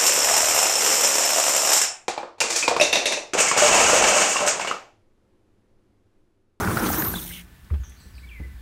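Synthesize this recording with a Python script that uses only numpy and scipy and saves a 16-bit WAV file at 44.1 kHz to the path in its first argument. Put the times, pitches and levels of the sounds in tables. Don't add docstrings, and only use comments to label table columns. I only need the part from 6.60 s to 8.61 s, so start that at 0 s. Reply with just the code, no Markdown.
import sys
import numpy as np
from scipy import signal
from scipy.fft import rfft, irfft, next_fast_len
from scipy.io import wavfile
from scipy.ndimage import uniform_filter1d, map_coordinates

SR = 44100
rng = np.random.default_rng(int(sys.argv[2]) if len(sys.argv) > 2 else 0)


def put_to_file(sound):
    columns = np.atleast_2d(sound).T
    safe = np.clip(columns, -1, 1)
    whole_steps = np.round(safe * 32767)
    wavfile.write(sys.argv[1], SR, whole_steps.astype(np.int16))


def magnitude_from_level(level_db):
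    exponent = np.asarray(level_db, float) / 20
    return 10 ** exponent


N = 88861

# time in seconds, wheel load in dB, seal pressure in dB.
DOOR_RUN = [
    (0, -27, -47.5),
    (.25, -29.5, -38.5),
    (.33, -32, -34.5),
    (.44, -33, -40.5),
    (.52, -39, -42.5),
    (.6, -45, -41.5),
    (.68, -56.5, -42),
    (.81, -62.5, -51.5),
    (.85, -95, -66),
]
# frequency in Hz, level in dB per Hz.
TRACK_SPECTRUM = [(240, -24), (400, -1), (680, -5), (788, -0.5), (1050, -2.5), (1420, 0.5), (2460, -16),
                  (3200, -39), (4160, -61), (7040, -120)]
# frequency in Hz, level in dB per Hz.
PANE_SPECTRUM = [(20, -37), (45, -3.5), (100, -2.5), (176, -1.5), (229, 0), (272, -9.5), (313, 1.5),
                 (497, -20), (900, -29)]
# start in seconds, peak in dB, ring in Hz.
GRIT_KNOCKS = [(0.03, -21, 1440), (0.076, -8.5, 1427), (0.084, -17, 1075), (0.115, -11, 1140),
               (0.172, -7, 1414), (0.239, -23, 1390), (0.26, -15, 1160), (0.29, -11, 1300),
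               (0.303, -10.5, 797), (0.335, -17.5, 1410), (0.393, -34, 1090), (0.424, -13, 1660),
               (0.448, -27, 945), (0.474, -18, 1120), (0.54, -16, 1560), (.541, -20.5, 766),
               (0.571, -26, 1090), (0.651, -37, 760), (0.71, -28.5, 1610)]
# start in seconds, level in dB, pitch in Hz.
PANE_THUDS = [(.015, -23, 85), (.042, -23.5, 191), (.072, -21.5, 89), (0.101, -28.5, 222),
              (0.123, -23.5, 179), (.222, -21.5, 325), (0.292, -27, 202), (0.294, -23.5, 82.5),
              (.335, -25, 310), (.378, -23, 320), (.428, -27.5, 201), (.474, -28, 86)]
# frequency in Hz, level in dB per Hz.
SEAL_SPECTRUM = [(1500, -10.5), (2500, -6.5), (3500, 1), (6200, 2.5), (9200, 1.5), (12500, -0.5),
                 (15500, -0.5)]
# frequency in Hz, width in Hz, depth from 0 to 1.
HISS_NOTCHES = [(4770, 1150, 0.69), (7380, 960, 0.62), (10160, 270, 0.3)]
# start in seconds, length in seconds, frequency in Hz, width in Hz,
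# level in dB.
BRISTLE_SCUFFS = [(0, 0.026, 6100, 900, -41.5), (.047, 0.005, 5000, 3020, -33),
                  (0.102, .03, 9100, 1200, -40.5), (0.173, 0.0076, 4200, 1200, -34.5),
                  (0.186, 0.024, 5460, 716, -37), (.217, 0.009, 10000, 900, -47),
                  (0.228, .01, 11300, 900, -33.5), (0.242, 0.052, 3800, 2500, -37),
                  (.25, 0.032, 6200, 800, -37), (0.322, 0.013, 6640, 1000, -31.5),
                  (0.329, 0.0083, 5000, 1200, -36.5), (0.375, 0.055, 6800, 800, -42.5),
                  (0.4202, 0.0043, 2450, 2200, -28), (0.438, 0.024, 9500, 1200, -33.5),
                  (0.449, 0.002, 4500, 5000, -31), (0.524, 0.019, 9600, 900, -37),
                  (0.561, .01, 7800, 500, -42.5), (0.618, 0.064, 6130, 880, -53),
                  (0.619, 0.0032, 3900, 900, -44), (0.688, 0.14, 3000, 1090, -44.5),
                  (0.718, 0.05, 3000, 600, -45), (0.763, 0.078, 2080, 700, -52.5),
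                  (.17, 0.0028, 2120, 1190, -33), (0.238, 0.0097, 2180, 1200, -31),
                  (0.337, 0.0053, 2150, 1210, -29.5)]
# time in seconds, level in dB, pitch in Hz.
FIBRE_SQUEAL = [(0, -70, 14800), (.175, -40, 15300), (.23, -40, 13160), (.31, -30.5, 15160),
                (.37, -28.5, 14160), (.398, -27, 13900), (.432, -30.5, 13130), (.485, -26.5, 13340),
                (.515, -31.5, 12600), (.54, -45, 12600), (.64, -40.5, 13800), (.78, -54, 13800),
                (.83, -87, 13000)]
# start in seconds, length in seconds, from Hz, to Hz, level in dB.
RUBBER_SQUEAKS = [
    (.524, 0.009, 4660, 4580, -49),
    (.538, 0.014, 4710, 3580, -41.5),
    (.548, .013, 3720, 3506, -34.5),
    (.558, .006, 3700, 4130, -39),
    (.561, 0.022, 4175, 3556, -40.5),
    (.581, .011, 3600, 3280, -39),
    (.678, 0.006, 3530, 3150, -43),
    (.697, 0.021, 2190, 2070, -45),
]
# start in seconds, length in seconds, from Hz, to Hz, level in dB.
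SEAL_DRAG = [
    (.716, 0.1, 2280, 2150, -52),
    (.73, 0.016, 3550, 3420, -51),
    (.742, 0.026, 3220, 3060, -47),
]
# frequency in Hz, level in dB per Hz.
AIR_SPECTRUM = [(18, -40), (30, 7), (90, 3), (215, -6), (540, -21.5), (1760, -18), (4780, -27.5),
                (6050, -30), (16000, -28.5)]
# frequency in Hz, level in dB.
MACHINE_TONES = [(1515, -71), (1750, -71)]
# frequency in Hz, width in Hz, level in dB.
PANE_MODES = [(177.9, 7.1, -35.5), (62, 41, -34), (292, 110, -50.5)]
# start in seconds, level in dB, frequency in Hz, width in Hz, T60 in seconds.
DECK_TICKS = [(1.101, -42, 1180, 600, 0.05), (1.102, -49.5, 2060, 1000, 0.091),
              (1.138, -42.5, 800, 2360, 0.086), (1.233, -45.5, 1190, 1470, 0.057),
              (1.2957, -39.5, 8750, 9000, 0.0079), (1.303, -44, 9400, 4000, 0.0083),
              (1.3194, -44, 2400, 1510, 0.016), (1.58, -42.5, 2450, 600, 0.031),
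              (1.045, -53.5, 5000, 6000, 0.026)]
# start in seconds, level in dB, boom in Hz, length in seconds until the
# boom falls away, board knock in dB.
FOOTSTEPS = [(1.107, -16.5, 70.8, 0.073, -32), (1.13, -39, 69.6, 0.063, -36.5),
             (1.192, -23, 62.8, 0.046, -53), (1.271, -37, 62, 0.066, -49.5), (1.45, -40.5, 62, 0.049, -46),
             (1.537, -37.5, 60.4, 0.11, -68), (1.63, -38.5, 57.1, 0.22, -61),
             (1.795, -28.5, 67.3, 0.05, -33), (1.841, -32, 65.7, 0.092, -43), (1.936, -33, 56, 0.075, -65),
             (2.004, -40, 59.6, 0.046, -49)]
# frequency in Hz, width in Hz, level in dB.
BOARD_MODES = [(136, 27, 3.5), (204, 34, 2), (320, 83, -1.5), (450, 270, -9.5)]
# start in seconds, length in seconds, from Hz, to Hz, level in dB.
BIRD_CALLS = [(1.2, 0.054, 6850, 6500, -67.5), (1.235, 0.029, 6390, 5860, -55.5),
              (1.228, 0.039, 3700, 3100, -63.5), (1.365, 0.04, 4100, 4800, -65),
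              (1.395, 0.03, 4720, 4160, -61.5), (1.396, 0.026, 8500, 7640, -62.5),
              (1.41, .03, 6300, 5700, -66), (1.535, 0.026, 4720, 5120, -61.5), (1.54, .03, 5010, 4540, -61),
              (1.565, 0.03, 4460, 3870, -64), (1.55, 0.057, 9100, 7800, -70.5),
              (1.94, 0.041, 1920, 1683, -68), (1.985, 0.031, 3620, 3530, -67),
              (1.99, 0.019, 4690, 4280, -68)]
# start in seconds, length in seconds, from Hz, to Hz, level in dB.
BIRD_PIPS = [
    (1.62, .012, 2130, 2120, -62),
    (1.633, 0.023, 2310, 2250, -50),
    (1.67, 0.019, 2300, 2280, -57),
]
# start in seconds, length in seconds, from Hz, to Hz, level in dB.
BIRD_SONG = [
    (1.668, 0.026, 3550, 3400, -66),
    (1.688, 0.014, 3450, 2600, -51.5),
    (1.7, 0.012, 2760, 2400, -56),
    (1.712, 0.023, 2420, 2297, -46),
    (1.732, 0.062, 2400, 2000, -50.5),
    (1.785, 0.095, 2043, 1983, -54),
]

GRIT_RATE_HZ, TRACK_GRIT_SHARE, PANE_GRIT_SHARE = 890, 0.48, 0.26
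PANE_DB, PANE_FOLLOWS, PANE_LAG_S = -0.1, 0.51, 0.16
KNOCK_T60_S, KNOCK_CRACK_DB = 0.02, 0
THUD_RISE_S, THUD_T60_S = 0.0086, 0.15
SEAL_DB = 6
SLIPS, SLIP_PITCH_SCATTER, SLIP_LIFE_S = 4000, 0.055, 0.0022
SLIP_SCATTER_DB, SLIP_SWELL_DB = 3.2, 1.4
AIR_DB = -50
RING_FROM_S, RING_T60_S = 0.54, 0.88
BOOM_RISE_S, SAG, SAG_S = 0.0068, 0.4, 0.011
TREES_T60_S, TREES_DB, SONG_T60_S, SONG_ECHO_DB = 0.44, 1.5, 0.33, -3


def unit(x):
    return x / np.sqrt(np.mean(x ** 2) + 1e-20)


def curves(rows):
    s, *cols = np.transpose(rows)
    return [np.interp(np.arange(N) / SR, s, c) for c in cols]


def wobble(rate_hz):
    knots = rng.standard_normal(int(N * rate_hz / SR) + 4)
    return map_coordinates(knots, [np.arange(N) * rate_hz / SR])


def filtered(x, response):
    m = next_fast_len(N + SR // 2)
    return irfft(rfft(x, m) * response(np.fft.rfftfreq(m, 1 / SR)), m)[:N]


def coloured(x, points):
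    f, db = np.transpose(points)
    return unit(filtered(x, lambda hz: magnitude_from_level(np.interp(np.log(hz + 1), np.log(f + 1), db))))


def resonance(hz, width_hz):
    return lambda f: 1j * f * width_hz / (hz * hz - f * f + 1j * f * width_hz)


def resonant_noise(hz, width_hz, order):
    return unit(filtered(rng.standard_normal(N), lambda f: resonance(hz, width_hz)(f) ** order))


def patchy(patchy_db):
    z = signal.stft(rng.standard_normal(N), nperseg=256)[2]
    field = uniform_filter1d(uniform_filter1d(rng.standard_normal(z.shape), 4, 0), 8, 1)
    return signal.istft(z * magnitude_from_level(patchy_db * unit(field)), nperseg=256)[1][:N]


def add(track, s, x):
    part = track[round(s * SR):][:len(x)]
    part += x[:len(part)]


def glides(rows, warble, hoarse, hoarse_hz):
    out = np.zeros(N)
    drift = 1 + warble * wobble(150)
    flutter = 1 + hoarse * wobble(hoarse_hz)
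    for s, length_s, hz0, hz1, db in rows:
        u = np.linspace(0, 1, round(length_s * SR))
        hz = hz1 + (hz0 - hz1) * (1 - u) ** 1.655
        hz = hz * np.resize(drift[round(s * SR):], len(u))
        swell = np.abs(np.sin(np.pi * u)) ** 0.29
        add(out, s, magnitude_from_level(db + 4) * swell * np.sin(2 * np.pi * np.cumsum(hz) / SR))
    return out * unit(flutter)


def echoes(x, t60_s):
    t = np.arange(round(t60_s * SR)) / SR
    tail = rng.standard_normal(len(t)) * magnitude_from_level(-60 * t / t60_s) * (1 - np.exp(-t / 0.015))
    return signal.fftconvolve(x, tail / np.linalg.norm(tail))[:N]


def rolling():
    return np.arange(N) < DOOR_RUN[-1][0] * SR


def wheels():
    load_db = curves(DOOR_RUN)[0]
    grains = (rng.random(N) < GRIT_RATE_HZ / SR) * rng.standard_normal(N)
    grit = unit(grains * magnitude_from_level(6.2 * wobble(40.26)))

    def shake(share):
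        return share * grit + np.sqrt(1 - share ** 2) * unit(patchy(1.0))

    track = magnitude_from_level(load_db + 1.5 * wobble(32.6)) * coloured(shake(TRACK_GRIT_SHARE), TRACK_SPECTRUM)
    slow_db = uniform_filter1d(load_db, round(PANE_LAG_S * SR)) - load_db[0]
    pane_db = load_db[0] + PANE_DB + PANE_FOLLOWS * slow_db + 0.59 * wobble(25.6)
    fade = np.clip((1.05 - np.arange(N) / SR) / 0.58, 0, 1)
    pane = magnitude_from_level(pane_db) * fade * coloured(shake(PANE_GRIT_SHARE), PANE_SPECTRUM)
    return track * rolling() + pane


def knocks_and_thuds():
    out, t = np.zeros(N), np.arange(SR // 20) / SR
    for s, db, hz in GRIT_KNOCKS:
        ring = np.sin(2 * np.pi * hz * t) * (1 - np.exp(-(t / 0.0017) ** 2))
        crack = (1 - np.exp(-t / 0.0013)) * uniform_filter1d(rng.standard_normal(len(t)), size=12)
        decay = magnitude_from_level(db - 0.5 - 60 * t / KNOCK_T60_S)
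        add(out, s - 0.002, decay * (ring + magnitude_from_level(KNOCK_CRACK_DB) * crack))
    for s, db, hz in PANE_THUDS:
        rise = 1 - np.exp(-(t / THUD_RISE_S) ** 2)
        decay = magnitude_from_level(db + 5.5 - 60 * t / THUD_T60_S) * np.cos(np.pi * t / t[-1] / 2)
        add(out, s, decay * rise * np.sin(2 * np.pi * hz * t))
    return out


def seal_hiss():
    level = magnitude_from_level(curves(DOOR_RUN)[1] + SEAL_DB + 0.62 * wobble(37.6))
    brush = coloured(patchy(2.5) * magnitude_from_level(1.64 * wobble(220)), SEAL_SPECTRUM)

    def notches(f):
        return np.prod([1 - depth * np.exp(-((f - hz) / width_hz) ** 2)
                        for hz, width_hz, depth in HISS_NOTCHES], axis=0)

    hiss = filtered(level * brush * rolling(), notches)
    for s, length_s, hz, width_hz, db in BRISTLE_SCUFFS:
        fibres = resonant_noise(hz, width_hz, 2)[:round(length_s * SR)]
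        add(hiss, s, magnitude_from_level(db) * np.sqrt(np.hanning(len(fibres))) * fibres)
    return hiss


def seal_squeal():
    level_db, centre_hz = curves(FIBRE_SQUEAL)
    draw = rng.standard_normal((SLIPS, 2))
    at = (rng.random(SLIPS) * (SR - 2000)).astype(int)
    k = np.arange(300)
    hz = centre_hz[at] * np.exp(SLIP_PITCH_SCATTER * draw[:, 0])
    slip_db = SLIP_SCATTER_DB * draw[:, 1:] + SLIP_SWELL_DB * wobble(47.1)[at, None]
    pulse = np.exp(-((k - len(k) / 2) / SR / SLIP_LIFE_S) ** 2 * 4)
    slips = magnitude_from_level(slip_db) * pulse * np.sin(2 * np.pi * hz[:, None] * k / SR)
    whistle = np.bincount((at[:, None] + k).ravel(), slips.ravel(), N)[:N]
    return magnitude_from_level(level_db) * whistle / np.std(whistle[:SR])


def rubber():
    squeaks = glides(RUBBER_SQUEAKS, 0.012, 0.4, hoarse_hz=800) + glides(SEAL_DRAG, 0.008, 0.6, hoarse_hz=500)
    return squeaks + magnitude_from_level(-7) * echoes(squeaks, 0.021)


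def outdoors():
    t = np.arange(N) / SR
    out = magnitude_from_level(AIR_DB) * coloured(patchy(0.5), AIR_SPECTRUM)
    for hz, db in MACHINE_TONES:
        level = magnitude_from_level(db + 4 + 2.4 * wobble(8.95))
        out = out + level * np.sin(2 * np.pi * hz * t + 0.57 * wobble(12))
    return out


def pane_ring():
    t = np.arange(N) / SR - RING_FROM_S
    swell = magnitude_from_level(np.where(t < 0, 200 * t, -60 * t / RING_T60_S))
    return swell * sum(magnitude_from_level(db) * resonant_noise(hz, width_hz, 2) for hz, width_hz, db in PANE_MODES)


def deck_ticks():
    out, t = np.zeros(N), np.arange(2000) / SR
    for s, db, hz, width_hz, t60_s in DECK_TICKS:
        burst = resonant_noise(hz, width_hz, 3)[:2000]
        add(out, s, magnitude_from_level(db + 0.5 - 60 * t / t60_s) * (1 - np.exp(-t / 0.00084)) * burst)
    return out


def footsteps():
    out, push, t = np.zeros(N), np.zeros(N), np.arange(SR) / SR
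    sagging = t + SAG * SAG_S * (1 - np.exp(-t / SAG_S))
    short = t[:4000]
    for s, db, hz, length_s, knock_db in FOOTSTEPS:
        envelope = np.exp(-(t / length_s) ** 3) * (1 - np.exp(-(t / BOOM_RISE_S) ** 2))
        add(out, s, -magnitude_from_level(db) * envelope * np.sin(2 * np.pi * hz * sagging))
        knock = magnitude_from_level(knock_db - 60 * short / 0.18) * (1 - np.exp(-short / 0.0023))
        add(push, s, knock * rng.standard_normal(4000))

    def boards(f):
        return sum((-1) ** k * magnitude_from_level(db) * resonance(hz, width_hz)(f)
                   for k, (hz, width_hz, db) in enumerate(BOARD_MODES))

    return out + magnitude_from_level(16.5) * filtered(push, boards)


def birds():
    calls = glides(BIRD_CALLS, 0.012, 1.1, hoarse_hz=900)
    song = glides(BIRD_SONG, 0.004, 0.3, hoarse_hz=900)
    pips = glides(BIRD_PIPS, 0.003, 0.11, hoarse_hz=100)
    smear = magnitude_from_level(TREES_DB) * echoes(calls, TREES_T60_S) + magnitude_from_level(SONG_ECHO_DB) * echoes(song, SONG_T60_S)
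    return pips + calls + song + smear


def scene():
    door = wheels() + knocks_and_thuds() + seal_hiss() + seal_squeal() + rubber() + pane_ring()
    deck = deck_ticks() + footsteps()
    return (door + deck + birds() + outdoors())[None]


def band_limit(x):
    return signal.sosfilt(signal.butter(12, 16440, fs=SR, output="sos"), x)


def record(dry):
    mix = filtered(dry[0], lambda hz: hz < 15750)[None]
    return band_limit(mix)


dry = scene()
out = record(dry)
put_to_file(out)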